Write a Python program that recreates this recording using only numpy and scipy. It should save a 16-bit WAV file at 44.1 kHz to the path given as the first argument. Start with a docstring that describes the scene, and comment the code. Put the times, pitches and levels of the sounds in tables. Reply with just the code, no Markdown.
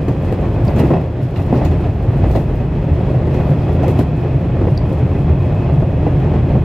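"""Inside the closed driving cab of an electric train running along the line.
The wheels make the car body boom and its panels roar, louder on rough stretches of rail, and the
steel wheels sing faintly. Dips in the track heave the car; jolts knock through the floor and clack
in the wheels. Loose fittings click and rattle, and twice a small catch ticks."""
import sys
import numpy as np
from scipy import signal
from scipy.fft import rfft, irfft, next_fast_len
from scipy.io import wavfile
from scipy.ndimage import uniform_filter1d, minimum_filter1d, map_coordinates

SR = 44100
rng = np.random.default_rng(int(sys.argv[2]) if len(sys.argv) > 2 else 0)


def store_wav(level_fs):
    """Save 16-bit WAV to argv[1]."""
    pcm = np.round(np.clip(np.atleast_2d(level_fs), -1, 1) * 32767)
    wavfile.write(sys.argv[1], SR, pcm.T.astype(np.int16))


N = 292824

# How rough the rail is. Each row: time in seconds, dB above ordinary track.
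RAIL_ROUGHNESS = [(0, -1), (0.55, 2), (0.72, 3), (0.81, 8), (.88, 5), (0.96, 1.5), (1.1, -4.5), (1.33, -6),
                  (1.57, 4.5), (2.0, -2), (2.36, 2), (2.53, -3.5), (3.03, 0.8), (3.4, 2), (3.6, 0.5),
                  (3.9, 4.5), (4.08, -0.4), (4.45, -1.5), (4.66, 2.5), (4.8, -1.3), (5.25, 1.5),
                  (5.85, 0.1), (6.45, 2.5), (6.64, 0.5)]
# Pitches the steel wheels ring at. Each row: pitch in Hz, width in Hz, boost in dB.
WHEEL_RESONANCES = [(1820, 450, 3.3), (2520, 110, 3.3), (2700, 100, 1.9), (3400, 120, 1.4),
                    (4180, 200, 3.5), (4870, 220, 1.5), (5140, 260, 4)]
# The tone of chattering fittings. Each row: frequency in Hz, level in dB.
CHATTER_SPECTRUM = [(1500, -15.5), (4000, 9.5), (6500, 1.5), (9000, 0), (11000, -1.5), (14000, 1),
                    (15700, -5)]


def body():
    """The car body booms, more on rough rail and as the run goes on, and shakes on its springs."""
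    # How hard the car shakes. Each row: time in seconds, level in dB.
    shaking = [(0, -30), (0.68, -22.5), (0.95, -34), (1.35, -33), (1.6, -24), (1.9, -25.5), (2.3, -21),
               (4.2, -31), (4.72, -23.5), (5.05, -28), (6.1, -25), (6.64, -22.5)]
    # The tone of the boom and of the shake. Each row: frequency in Hz, level in dB.
    boom_spectrum = [(35, -47.5), (58, -7), (80, 1.5), (100, -3.5), (135, -0.5), (160, -5.5), (190, -6.5),
                     (250, -39.5), (500, -76)]
    spring_spectrum = [(10, -17), (22, -3.5), (33, 4), (46, 14.5), (56, 16.5), (72, -21), (130, -60)]
    # Pitches the body rings at. Each row: pitch in Hz, width in Hz, boost in dB.
    resonances = [(83.4, 20, 2.5), (121, 19, 4), (153.5, 16, 6)]
    boom_db = -16 + 0.67 * over_time(RAIL_ROUGHNESS) + 0.44 * seconds_from_middle()
    boom = steadied(coloured(noise(), boom_spectrum, resonances), seconds=0.044)
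    shake = steadied(coloured(noise(), spring_spectrum), seconds=0.13)
    return amp(boom_db) * boom + amp(over_time(shaking)) * shake


def thuds():
    """Each dip in the track heaves the car body for a few swings, at one of its low pitches."""
    # Each row: loudest moment in seconds, level in dB, pitch in Hz.
    dips = [(.105, -14, 124), (.645, -14, 121), (1.241, -12, 126), (1.396, -14, 94), (1.721, -12, 79),
            (1.892, -13.5, 109), (2.087, -10, 109.6), (2.171, -12, 142), (2.236, -11, 96), (2.289, -13, 62),
            (2.598, -21, 51), (2.931, -9, 80.3), (3.163, -11, 140), (3.521, -6.5, 137), (4.351, -11, 130),
            (4.729, -9, 135.5), (4.842, -10, 141), (5.044, -11, 126), (5.314, -10.5, 80.5),
            (5.418, -12.5, 85), (5.738, -7, 136), (5.799, -9.5, 136), (6.179, -16, 156), (6.564, -11, 130)]
    out, t = np.zeros((2, N)), np.arange(-SR // 10, SR // 10) / SR
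    for s, db, hz in dips:
        swing = unit(np.sin(2 * np.pi * (hz * t + rng.random())))
        swell = np.exp(-.5 * (hz * t / 1.6) ** 2) * np.hanning(len(t))
        add(out, s + t[0], amp(db) * swing * swell * np.ones((2, 1)))
    return out


def rolling(flutter_db):
    """Rough rail makes the panels roar and the wheels give a rushing sound, fluttering together."""
    # The tone of the panels and of the wheels. Each row: frequency in Hz, level in dB.
    roar_spectrum = [(110, -11), (195, -2.5), (260, 0), (400, -3), (500, -4.5), (700, -10.5), (850, -11.5),
                     (1100, -18), (1400, -30.5), (2500, -50), (6000, -95.5)]
    rush_spectrum = [(500, -27), (1200, 2.5), (1900, -1.5), (2350, -1.5), (2700, -4.5), (3100, -6.5),
                     (3700, -12), (4900, -19.5), (6000, -22.5), (8000, -28), (11000, -46.5), (16000, -55.5)]
    # Pitches the panels ring at. Each row: pitch in Hz, width in Hz, boost in dB.
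    panel_resonances = [(220.6, 40, 5), (277.8, 9.7, 4.5), (291.3, 12, 5), (355, 29, 6.5), (426.7, 26, 3.5),
                        (495, 47, -1.5), (534.7, 9.2, 9), (612, 21, 7), (704, 92, 4.5)]
    drive_db = over_time(RAIL_ROUGHNESS) + flutter_db * wobble(per_second=20)
    pits = impacts(per_second=320, scatter_db=1)  # small rail flaws strike panels and wheels together
    roar = steadied(coloured(noise() + .5 * pits, roar_spectrum, panel_resonances), seconds=0.087)
    rush = coloured(noise() + .25 * pits, rush_spectrum, WHEEL_RESONANCES)
    return amp(-22.5 + 0.69 * drive_db) * roar + amp(-41.5 + 0.58 * drive_db) * rush


def jolts():
    """Each jolt from below knocks the floor and makes the steel wheels clack and ring."""
    # Each row: start in seconds, knock level in dB, clack level in dB, knock pitch in Hz.
    hits = [(0.08, -8.5, -36, 278), (.272, -16, -30, 596), (.325, -10, -35, 484), (.386, -12, -36.5, 530),
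            (.684, -12.5, -31, 627), (.761, -12, -27, 336), (0.788, -10.5, -23.5, 754),
            (.801, -6.5, -30.5, 249), (.833, -3.5, -29, 324), (.905, -2, -28.5, 297),
            (.935, -5.5, -27, 657), (0.963, -7.5, -32, 653), (1.358, -38, -26, 700), (1.391, -13, -34, 690),
            (1.526, -1, -30.5, 242), (1.557, -13, -33.5, 392), (1.611, -9.5, -36.5, 673),
            (1.652, -10, -31, 348), (1.712, -17.5, -28.5, 700), (2.132, -14.5, -38, 550),
            (2.238, -9, -29.5, 605), (2.353, -5.5, -29.5, 625), (2.373, -13, -39.5, 495),
            (2.602, -13, -34, 353), (2.885, -11, -35, 260), (3.143, -12, -34, 590),
            (3.271, -11.5, -35.5, 353), (3.31, -18, -31, 650), (3.344, -13.5, -28, 596),
            (3.4, -13, -30.5, 710), (3.514, -13, -34, 550), (3.749, -13, -35, 280), (3.832, -7.5, -25, 700),
            (3.88, -9, -28.5, 490), (3.991, -4, -31.5, 270), (4.486, -15.5, -46.5, 284),
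            (4.613, -7.5, -33.5, 300), (4.669, -6.5, -32, 547), (4.901, -10.5, -33, 323),
            (5.15, -12, -32, 337), (5.292, -12.5, -35, 580), (5.69, -13.5, -37, 620),
            (5.821, -11, -38.5, 560), (6.066, -6, -33, 595), (6.337, -14.5, -31.5, 510),
            (6.5, -14.5, -37.5, 620), (6.552, -9, -38.5, 560)]
    # The tone of the struck floor and of a struck wheel. Each row: frequency in Hz, level in dB.
    floor_spectrum = [(30, -24.5), (80, -3), (140, 8.5), (350, 0.5), (650, -4.5), (900, -12), (1300, -21.5),
                      (2600, -44.5), (8000, -74)]
    clack_spectrum = [(700, -11), (1100, 3.5), (1500, 2.5), (1930, -1), (2200, 3.5), (2780, -21),
                      (3200, -3), (4200, -14.5), (6000, -20), (12000, -36.5)]
    out = np.zeros((2, N))
    for s, knock_db, clack_db, knock_hz in hits:
        panel = [(knock_hz, knock_hz / 2, 9)]  # the knock's own pitch stands out by 9 dB
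        add(out, s, amp(knock_db) * blow(floor_spectrum, panel, fade_s=.14, rise_s=.0007))
        clack = blow(clack_spectrum, WHEEL_RESONANCES, fade_s=0.074, rise_s=.002)
        add(out, s, amp(clack_db - 3) * clack)
        add(out, s, amp(clack_db - 10) * wheel_ring())
    return out


def blow(spectrum, resonances, fade_s, rise_s):
    """A struck part rings at many pitches at once and quickly dies away; the peak is 1."""
    t = np.arange(SR // 7) / SR
    ring = steadied(coloured(noise(len(t)), spectrum, resonances), seconds=0.0044)
    burst = ring * fade(t, fade_s) * (1 - np.exp(-t / rise_s))
    return burst / np.abs(burst).max()


def wheel_ring():
    """A wheel rings on, struck at a different spot each time, so its mix of notes changes."""
    # Each row: pitch in Hz, width in Hz, level in dB.
    notes = [(1880, 130, -3), (2010, 90, -2), (2570, 140, -1), (2810, 120, -5)]
    t = np.arange(SR // 4) / SR
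    ring = sum(amp(db + rng.normal(0, 2.8)) * blurred_note(hz, width, len(t)) for hz, width, db in notes)
    return unit(ring) * fade(t, .21) * (1 - np.exp(-t / .003)) * np.ones((2, 1))


def clicks():
    """A loose fitting buzzes as it works free, then snaps against its seat, and the cab answers."""
    # Each row: time of the snap in seconds, level in dB.
    strikes = [(0.084, -36.5), (0.325, -37.5), (0.411, -45), (0.651, -37), (0.762, -34), (0.798, -31.5),
               (0.8022, -37), (1.23, -43.5), (1.392, -44), (1.65, -28.5), (2.0263, -44.5), (2.314, -37.5),
               (2.355, -38.5), (2.363, -38), (2.556, -44.5), (3.344, -42), (3.5038, -44), (3.73, -43),
               (3.832, -42), (3.881, -31), (3.9908, -31), (4.21, -48), (5.424, -47.5), (5.801, -46),
               (6.0684, -49)]
    # The tone of a snap. Each row: frequency in Hz, level in dB.
    spectrum = [(600, -17), (2000, 12.5), (4500, 3.5), (7000, 0.5), (9300, -5.5), (11000, 0), (14000, -0.5),
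                (16000, 0)]
    out, t = np.zeros((2, N)), (np.arange(SR // 4) - SR // 20) / SR
    snap = (t >= 0) * fade(np.abs(t), .016)
    buzz = amp(-24) * np.exp(-np.abs(t) / .017)
    for s, db in strikes:
        pitches = [(hz, 400, 4) for hz in rng.uniform(6000, 19000, size=5)]  # each rings its own way
        click = coloured(noise(len(t)), spectrum, pitches) * (snap + buzz)
        add(out, s + t[0], amp(db) * cab(click, echo_db=-1))
    return out


def catches():
    """A small catch strikes, bounces and settles, each touch with a ring and a dry scrape."""
    # Each row: start in seconds, level in dB.
    strikes = [(.68, -25), (4.7757, -18)]
    # Each row: seconds after the strike, level in dB.
    bounces = [(0, -1), (.0013, -2), (.0026, -4), (.012, -17)]
    # The catch's ring. Each row: pitch in Hz, level in dB, seconds to fade by 60 dB.
    notes = [(3990, -8, .005), (4630, -.5, .008), (5750, -22, .003), (7100, -24, .002), (9560, -21, .003),
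             (10900, -18, .002), (12400, -21, .002)]
    # The tone of the scrape. Each row: frequency in Hz, level in dB.
    scrape_spectrum = [(3000, -11.5), (3900, 5), (5000, 1.5), (6200, -11.5), (12500, -17.5), (14500, -39)]
    out, t = np.zeros((2, N)), np.arange(SR // 40) / SR
    rise = 1 - np.exp(-t / 0.00026)
    for s, db in strikes:
        ticks = np.zeros((2, SR // 4))
        for delay, bounce_db in bounces:
            ring = sum(amp(note_db) * fade(t, fade_s) * np.sin(2 * np.pi * (hz * t + rng.random()))
                       for hz, note_db, fade_s in notes)
            scrape = amp(-15) * fade(t, 0.002) * coloured(noise(len(t)), scrape_spectrum)
            add(ticks, delay, amp(bounce_db) * (ring + scrape) * rise)
        add(out, s, amp(db) * cab(ticks, echo_db=-13))
    return out


def rattles():
    """A shaken fitting rattles in a swell of tiny taps; its size sets how bright they sound."""
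    # Each row: loudest moment in seconds, level in dB, half length in seconds, boosted pitch in Hz.
    swells = [(0.689, -52.5, 0.028, 12040), (0.797, -40.5, .011, 11600), (0.802, -48, 0.009, 2730),
              (1.373, -46.5, 0.012, 3400), (1.42, -52, 0.021, 12100), (1.574, -49, 0.022, 5200),
              (1.661, -49, 0.023, 4000), (2.311, -51, 0.035, 12000), (2.36, -42.5, 0.01, 3870),
              (2.395, -52, 0.035, 11850), (3.357, -53.5, 0.027, 4900), (3.499, -56, 0.048, 12900),
              (3.625, -54.5, 0.037, 4950), (3.737, -55.5, .025, 12600), (3.84, -48.5, 0.011, 6000),
              (3.903, -48.5, 0.022, 12270), (4.004, -47.5, 0.021, 12000)]
    out, t = np.zeros((2, N)), np.arange(-SR // 8, SR // 8) / SR
    for s, db, half_length, hz in swells:
        taps = impacts(per_second=700, scatter_db=-1, size=len(t))
        ringing = coloured(taps, CHATTER_SPECTRUM, [(hz, .45 * hz, 7)])
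        rattle = steadied(cab(ringing, echo_db=2.5), seconds=0.017)
        add(out, s + t[0], amp(db) * rattle * np.exp(-.5 * (t / half_length) ** 2))
    return out


def singing(waver_db):
    """The rolling wheels hold two faint, blurred notes, each wavering in loudness on its own."""
    # Each row: pitch in Hz, width in Hz, level in dB.
    notes = [(2545, 140, -2.5), (3315, 170, -10.5)]
    song = sum(amp(db + waver_db * wobble(per_second=3.6)) * blurred_note(hz, width)
               for hz, width, db in notes)
    return amp(-53.5 + .3 * over_time(RAIL_ROUGHNESS) + .5 * seconds_from_middle()) * song


def chatter(flutter_db):
    """Rough rail keeps three fittings ticking finely over a thin hiss; they settle over the run."""
    level_db = -62.5 + 0.73 * over_time(RAIL_ROUGHNESS) - seconds_from_middle()
    level_db += flutter_db * wobble(per_second=11)
    ticks = np.zeros((2, N))
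    for _ in range(3):
        pitches = [(hz, 500, 5) for hz in rng.uniform(9000, 14500, size=3)]
        ticks += coloured(impacts(per_second=28, scatter_db=2.5), CHATTER_SPECTRUM, pitches)
    hiss = coloured(noise(), CHATTER_SPECTRUM)
    return amp(level_db) * (hiss + 1.04 * unit(cab(ticks, echo_db=12.5)))


def cab(x, echo_db):
    """The hard walls of the small cab add a short echo."""
    # Each row: frequency in Hz, seconds for the echo to fade by 60 dB.
    fade_times = [(150, .14), (1000, 0.19), (5000, 0.24), (14000, 0.08)]
    hz, t, spectra = signal.stft(noise(SR // 3), SR, nperseg=256)
    tail = signal.istft(spectra * fade(t, over_pitch(fade_times, hz)[:, None]), SR, nperseg=256)[1]
    echo = signal.fftconvolve(x, tail / np.linalg.norm(tail[0]), axes=1)
    return x + amp(echo_db) * echo[:, :x.shape[1]]


def coloured(pair, spectrum, resonances=()):
    """Give two unrelated signals a tone and blend them into left and right, at average level 1."""
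    # Each row: frequency in Hz, how alike left and right are (1 the same, 0 unrelated).
    likeness = [(60, 1), (130, 1), (250, 0.98), (640, 0.92), (1400, 0.77), (3100, 0.71), (4500, 0.5),
                (6800, .3), (10000, -.15), (15000, -0.28)]

    def response(hz):
        boost_db = sum(db * hump(hz, centre, width) for centre, width, db in resonances)
        spread = np.arccos(np.clip(over_pitch(likeness, hz), -1, 1)) / 2
        return amp(over_pitch(spectrum, hz) + boost_db) * np.array([np.cos(spread), np.sin(spread)])
    mid, side = filtered(pair, response)
    return unit(np.array([mid + side, mid - side]))


def blurred_note(centre, width, size=N):
    """Noise gathered around one pitch, at average level 1."""
    return unit(filtered(rng.standard_normal(size), lambda hz: hump(hz, centre, width)))


def hump(hz, centre, width):
    """The shape of a resonance: 1 at its centre, falling away on both sides."""
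    return 1 / (1 + (2 * (hz - centre) / width) ** 2)


def impacts(per_second, scatter_db, size=N):
    """Tiny hits at random times and of random strength, at average level 1."""
    struck = rng.random(size) < per_second / SR
    return unit(struck * noise(size) * amp(scatter_db * np.clip(rng.standard_normal(size), -2, 2)))


def steadied(x, seconds):
    """Even out any swells that last longer than the given time."""
    size = max(int(seconds * SR), 8)
    power = uniform_filter1d(uniform_filter1d(np.mean(x ** 2, axis=0), size), size)
    return unit(x / np.sqrt(np.abs(power) + 1e-6))


def filtered(x, response):
    """Scale each frequency in x by response(hz)."""
    n = x.shape[-1]
    padded = next_fast_len(n + 8192)
    return irfft(rfft(x, padded) * response(np.fft.rfftfreq(padded, 1 / SR)), padded)[..., :n]


def noise(size=N):
    """Two unrelated white noises."""
    return rng.standard_normal((2, size))


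def wobble(per_second):
    """A smooth curve through random points."""
    return map_coordinates(rng.standard_normal(400), [np.arange(N) * per_second / SR], mode="wrap")


def fade(t, seconds):
    """A gain that drops by 60 dB in the given time."""
    return amp(-60 * t / seconds)


def over_pitch(rows, hz):
    """Read between (Hz, value) rows, with octaves evenly spaced."""
    row_hz, values = np.transpose(rows)
    return np.interp(np.log(hz + 1), np.log(row_hz + 1), values)


def over_time(rows):
    """Turn (seconds, value) rows into one value per sample."""
    return np.interp(np.arange(N) / SR, *np.transpose(rows))


def seconds_from_middle():
    """Each sample's time, counted from the middle of the run."""
    return (np.arange(N) - N / 2) / SR


def amp(db):
    """Turn decibels into a gain."""
    return 10 ** (np.asarray(db) / 20)


def unit(x):
    """Scale x to an average (root mean square) level of 1."""
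    return x / np.sqrt(np.mean(x ** 2) + 1e-20)


def add(track, s, sound):
    """Mix a sound into the track at s seconds."""
    part = track[:, max(round(s * SR), 0):][:, :sound.shape[1]]
    part += sound[:, :part.shape[1]]


def scene():
    """Everything heard in the cab."""
    fittings = clicks() + chatter(flutter_db=1.5) + rattles() + catches()
    return body() + thuds() + rolling(flutter_db=1.7) + singing(waver_db=3.5) + jolts() + fittings


def record(dry):
    """A limiter briefly turns down the highest peaks, and the very top of the treble is cut off."""
    ceiling, top_hz = .95, 15720
    needed_gain = np.minimum(1, ceiling / (np.abs(dry).max(axis=0) + 1e-9))
    smooth_gain = uniform_filter1d(minimum_filter1d(needed_gain, size=SR // 100), size=SR // 100)
    edge = SR // 10
    padded = np.pad(dry * smooth_gain, ((0, 0), (edge, edge)), mode="reflect", reflect_type="odd")
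    return filtered(padded, lambda hz: hz < top_hz)[:, edge:edge + N]


dry = scene()
out = record(dry)
store_wav(out)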